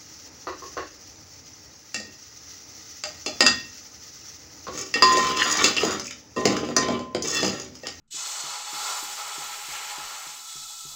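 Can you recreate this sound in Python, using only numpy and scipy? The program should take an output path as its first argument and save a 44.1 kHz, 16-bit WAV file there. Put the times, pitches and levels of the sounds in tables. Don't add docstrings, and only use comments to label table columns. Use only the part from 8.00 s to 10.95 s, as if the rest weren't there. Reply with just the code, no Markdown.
import sys
import numpy as np
from scipy import signal
from scipy.fft import rfft, irfft
from scipy.io import wavfile
from scipy.ndimage import uniform_filter1d

SR = 44100
rng = np.random.default_rng(int(sys.argv[2]) if len(sys.argv) > 2 else 0)


def gain_from_db(level_db):
    decades = np.asarray(level_db, float) / 20
    return 10 ** decades


def transcribe(signal):
    frames = np.atleast_2d(signal).T
    limited = np.clip(frames, -1, 1)
    pcm = np.round(limited * 32767).astype(np.int16)
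    wavfile.write(sys.argv[1], SR, pcm)


N = 130095

# (time [s], level [dB])
HUM_LEVEL = [(0, -65), (.12, -71), (.3, -71), (.55, -74), (1.1, -70), (1.3, -72), (1.6, -70), (1.9, -67),
             (2.4, -72), (2.95, -66.5)]
# (frequency [Hz], density [dB per Hz])
HUM_COLOUR = [(20, 2), (36, -15), (60, -11), (100, -15), (128, -15), (149, -1), (172, -20), (230, -11.5),
              (320, -24.5), (970, -47), (1300, -27), (2000, -44), (15500, -71)]

# (time [s], level [dB])
FIZZ_LEVEL = [(.074, -100), (.079, -68), (.088, -76), (.1, -76), (.11, -48), (.12, -41), (.16, -34),
              (.3, -36.5), (.64, -40), (.74, -38.5), (.8, -36), (.95, -35.5), (1.05, -38), (1.3, -39.5),
              (1.6, -40.5), (1.75, -39), (2.0, -41), (2.3, -41), (2.45, -43.5), (2.52, -40.5), (2.7, -42),
              (2.85, -42.5), (2.95, -43)]
BOIL_LEVEL = [(.1, -95), (.13, -72), (.16, -56), (.22, -46.5), (.3, -46.5), (.55, -44.5), (.7, -44.5),
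              (.8, -41.5), (.95, -42), (1.1, -44.5), (1.35, -44.5), (1.6, -46), (1.75, -43), (2.0, -44.5),
              (2.15, -43), (2.33, -49.5), (2.4, -52.5), (2.5, -58), (2.53, -56), (2.6, -58.5), (2.75, -62),
              (2.82, -65.5), (2.95, -55)]
MIDDLE_LEVEL = [(.1, -97), (.108, -65), (.16, -49), (.6, -47.5), (.85, -45), (1.2, -44.5), (1.55, -44.5),
                (1.75, -41), (2.34, -47.5), (2.41, -54), (2.47, -60), (2.52, -52.5), (2.6, -59.5),
                (2.8, -65)]
SPRAY_LEVEL = [(.1, -102), (.108, -60), (.15, -55.5), (.3, -52), (.65, -55), (.75, -49.5), (.9, -48),
               (1.3, -51), (1.6, -49.5), (1.75, -48.5), (2.0, -51.5), (2.3, -51.5), (2.5, -53),
               (2.7, -53.5), (2.95, -53)]
# (frequency [Hz], density [dB per Hz])
FIZZ_COLOUR = [(1500, -45), (2700, -24), (3200, -21), (3300, -5), (5000, -4.5), (7300, 0.5), (7900, -3),
               (8300, -4.5), (8900, -7.5), (9500, -18), (12000, -42)]
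BOIL_COLOUR = [(150, -47), (250, -30), (350, -23), (550, -9.5), (900, -2.5), (1400, 5.5), (1520, -7),
               (3000, -18), (6000, -55)]
MIDDLE_COLOUR = [(1200, -35), (1600, -2), (3100, 0.5), (4200, -24)]
SPRAY_COLOUR = [(7000, -37), (8800, 7.5), (10000, 8.5), (12500, 11), (15500, 16), (17000, -39)]
BURST_DECAY_S = 0.00093

# (frequency [Hz], width of one filter stage [Hz], boil drive [dB],
#  first fizz drive [dB], second fizz drive [dB])
PAN_MODES = [(406, 40, -24.5, -74, -41), (770, 23, -17.5, -50, -33.5), (838, 34, -7, -50, -26.5),
             (977, 37, -11, -43, -35), (1052, 31, -15.5, -46, -40), (1122, 13, -28, -45, -51),
             (1318, 54, -9.5, -42, -13.5), (1416, 53, -15, -37, -35), (2025, 120, -19.5, -23, -35),
             (2173, 43, -15, -44, -42), (2570, 160, -22, -21.5, -22), (2993, 110, -18.5, -12.5, -22.5),
             (3400, 108, -15, -23.5, -17.5), (3990, 140, -14, -37, -14), (4795, 160, -15, -28, -20),
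             (5260, 42, -34, -17, -18), (5470, 51, -20, -25, -20.5), (6100, 90, -33, -12, -17),
             (6540, 150, -27, -13.5, -16), (6970, 99, -33, -9, -22.5), (7186, 84, -28, -15, -12.5),
             (7760, 250, -24, -9, -15.5), (8030, 160, -40, -29, -12.5)]
# (time [s], mix from first to second [0-1])
PAN_BALANCE = [(.1, 0.15), (.5, 0.58), (1.5, 0.97), (2.3, 0.81), (2.48, 0.86), (2.53, 0.92), (2.95, 0.94)]
DETUNE_SHARE, DETUNE_RATE_HZ = 0.006, 70
# (time [s], centre [Hz], drive [dB])
HOLLOW = [(0.12, 4190, -18), (0.349, 4324, -9), (0.599, 4394, -10), (0.997, 4474, -14), (2.0, 4384, -13),
          (2.95, 4440, -18)]
HOLLOW_WIDTH_HZ = 148

# (time [s], blow level [dB], ring re blow [dB], thud re blow [dB])
KNOCKS = [(.14, -46, -17, -15), (0.435, -44, -15, -17), (0.728, -39.5, -23, -17), (1.025, -40.5, -29, -17),
          (1.378, -39.5, -18.5, -12), (1.682, -46.5, -12.5, 0), (1.979, -41, -16.5, -3),
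          (2.264, -46, -17, -20), (2.552, -48.5, -9.5, 2), (2.849, -46, -9.5, 0)]
# (frequency [Hz], level [dB], 60 dB decay time [s])
BLOW_MODES = [(306, -1, 0.059), (401, -5, 0.097)]
RING_MODES = [(146.5, 6.5, 0.3), (119, -9, 0.1)]
PUSH_S = 0.0055
# (frequency [Hz], density [dB per Hz])
RUMBLE_COLOUR = [(25, -5.5), (45, -14), (62, 1), (85, -13), (110, -28), (500, -49)]
RUMBLE_T60_S, RUMBLE_RISE_S = 0.32, 0.11
ROOM_HZ, ROOM_WIDTH_HZ, ROOM_DB, ROOM_T60_S = 274, 187, -20, 0.86


def table(rows, x, log=False):
    a, b = np.array(rows, float).T[:2]
    if log:
        return np.interp(np.log(x + 1), np.log(a + 1), b)
    return np.interp(x, a, b)


def unit(x):
    return x / np.sqrt(np.mean(x ** 2))


def colour(x, rows, size=16384):
    hz = np.arange(size // 2 + 1) * SR / size
    cepstrum = irfft(np.log(gain_from_db(table(rows, hz, log=True))))
    cepstrum[1:size // 2] *= 2
    cepstrum[size // 2 + 1:] = 0
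    impulse = irfft(np.exp(rfft(cepstrum)))
    return signal.fftconvolve(x, impulse)[:N]


def resonance(x, hz, width_hz):
    b, a = signal.iirpeak(min(hz, SR / 2.2), hz / width_hz, SR)
    return signal.lfilter(b, a, x)


def walk(rate):
    k = int(SR / rate)
    steps = np.repeat(rng.standard_normal(N // k + 1), k)
    return 1.3 * uniform_filter1d(uniform_filter1d(steps, k), k)[:N]


def hum():
    level_db = table(HUM_LEVEL, np.arange(N) / SR) + 0.52 * walk(5.5)
    return gain_from_db(level_db) * unit(colour(rng.standard_normal(N), HUM_COLOUR))


def pops(spread):
    kicks = gain_from_db(2 * spread * rng.exponential(size=N))
    power = signal.lfilter([1], [1, -np.exp(-1 / (BURST_DECAY_S * SR))], kicks)
    return unit(rng.standard_normal(N) * np.sqrt(power))


def bubbles(level, rows, surge_db, spread, flicker_db):
    gain = gain_from_db(table(level, np.arange(N) / SR) + surge_db)
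    bursts = 0
    for hz in np.geomspace(rows[0][0], rows[-1][0], num=8):
        flickering = pops(spread) * gain_from_db(flicker_db * walk(14.45))
        bursts = bursts + resonance(flickering, hz, hz / 2) / np.sqrt(hz)
    return gain * unit(colour(bursts, rows)), gain


def narrow(push, hz, width_hz, spread):
    pole = np.exp(-np.pi * width_hz / SR)
    bursts = push * (pops(spread) + 1j * pops(spread))
    slow = signal.lfilter([1], [1, -2 * pole, pole ** 2], bursts)
    carrier = np.exp(2j * np.pi * np.cumsum(hz) / SR)
    return np.real(slow * carrier) * 2 * np.sqrt(2) * (1 - pole) ** (3 / 2)


def pan(boil_gain, fizz_gain):
    balance = np.clip(table(PAN_BALANCE, np.arange(N) / SR), 0, 1)
    out = 0
    for hz, width_hz, boil_db, first_db, second_db in PAN_MODES:
        fizz_db = first_db + balance * (second_db - first_db)
        push = np.hypot(gain_from_db(boil_db) * boil_gain, gain_from_db(fizz_db) * fizz_gain)
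        push = push * gain_from_db(1.2 * walk(60))
        centre_hz = hz * (1 + DETUNE_SHARE * walk(DETUNE_RATE_HZ))
        out = out + narrow(push, centre_hz, width_hz, 1.5)
    return out


def hollow(fizz_gain):
    t, rows = np.arange(N) / SR, np.array(HOLLOW)
    push = fizz_gain * gain_from_db(table(rows[:, [0, 2]], t))
    return narrow(push, table(rows, t), HOLLOW_WIDTH_HZ, 1.9)


def sizzle():
    surge = walk(8.4) + 1.54 * walk(60.33)
    fizz, fizz_gain = bubbles(FIZZ_LEVEL, FIZZ_COLOUR, 0.33 * surge, spread=2.88, flicker_db=-1.1)
    boil, boil_gain = bubbles(BOIL_LEVEL, BOIL_COLOUR, 0.82 * surge, spread=1.93, flicker_db=1.85)
    spray, _ = bubbles(SPRAY_LEVEL, SPRAY_COLOUR, 0.27 * surge, spread=2.8, flicker_db=-2.0)
    middle, _ = bubbles(MIDDLE_LEVEL, MIDDLE_COLOUR, 0.53 * surge, spread=1.27, flicker_db=-0.8)
    return fizz + boil + middle + spray + pan(boil_gain, fizz_gain) + hollow(fizz_gain)


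def fall(t, t60):
    return np.exp(-np.log(1000) * t / t60)


def rung(modes, t):
    push = np.sin(np.pi / 2 * np.minimum(t / PUSH_S, 1)) ** 2
    return push * sum(gain_from_db(db) * np.cos(2 * np.pi * hz * (t - PUSH_S)) * fall(t, t60)
                      for hz, db, t60 in modes)


def knocks():
    t = np.arange(SR // 2) / SR
    blow, ring = rung(BLOW_MODES, t), rung(RING_MODES, t)
    thud_shape = (1 - np.exp(-t / RUMBLE_RISE_S)) * fall(t, RUMBLE_T60_S)
    tail_shape = (1 - np.exp(-t / PUSH_S)) * fall(t, ROOM_T60_S)
    struck, thud, tail = np.zeros((3, N + len(t)))
    for s, db, ring_db, thud_db in KNOCKS:
        start = int(s * SR)
        span = slice(start, start + len(t))
        struck[span] += gain_from_db(db) * (blow + gain_from_db(ring_db) * ring)
        thud[span] += gain_from_db(db + thud_db) * thud_shape
        tail[span] += gain_from_db(db + ROOM_DB) * tail_shape
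    room = resonance(rng.standard_normal(N), ROOM_HZ, ROOM_WIDTH_HZ)
    room = unit(resonance(room, ROOM_HZ, ROOM_WIDTH_HZ))
    rumble = unit(colour(rng.standard_normal(N), RUMBLE_COLOUR))
    return struck[:N] + tail[:N] * room + thud[:N] * rumble


def scene():
    mono = hum() + sizzle() + knocks()
    return np.tile(mono, (2, 1))


def low_pass(x):
    return signal.sosfilt(signal.butter(12, 17010, fs=SR, output="sos"), x)


def record(dry):
    return low_pass(dry)


dry = scene()
out = record(dry)
transcribe(out)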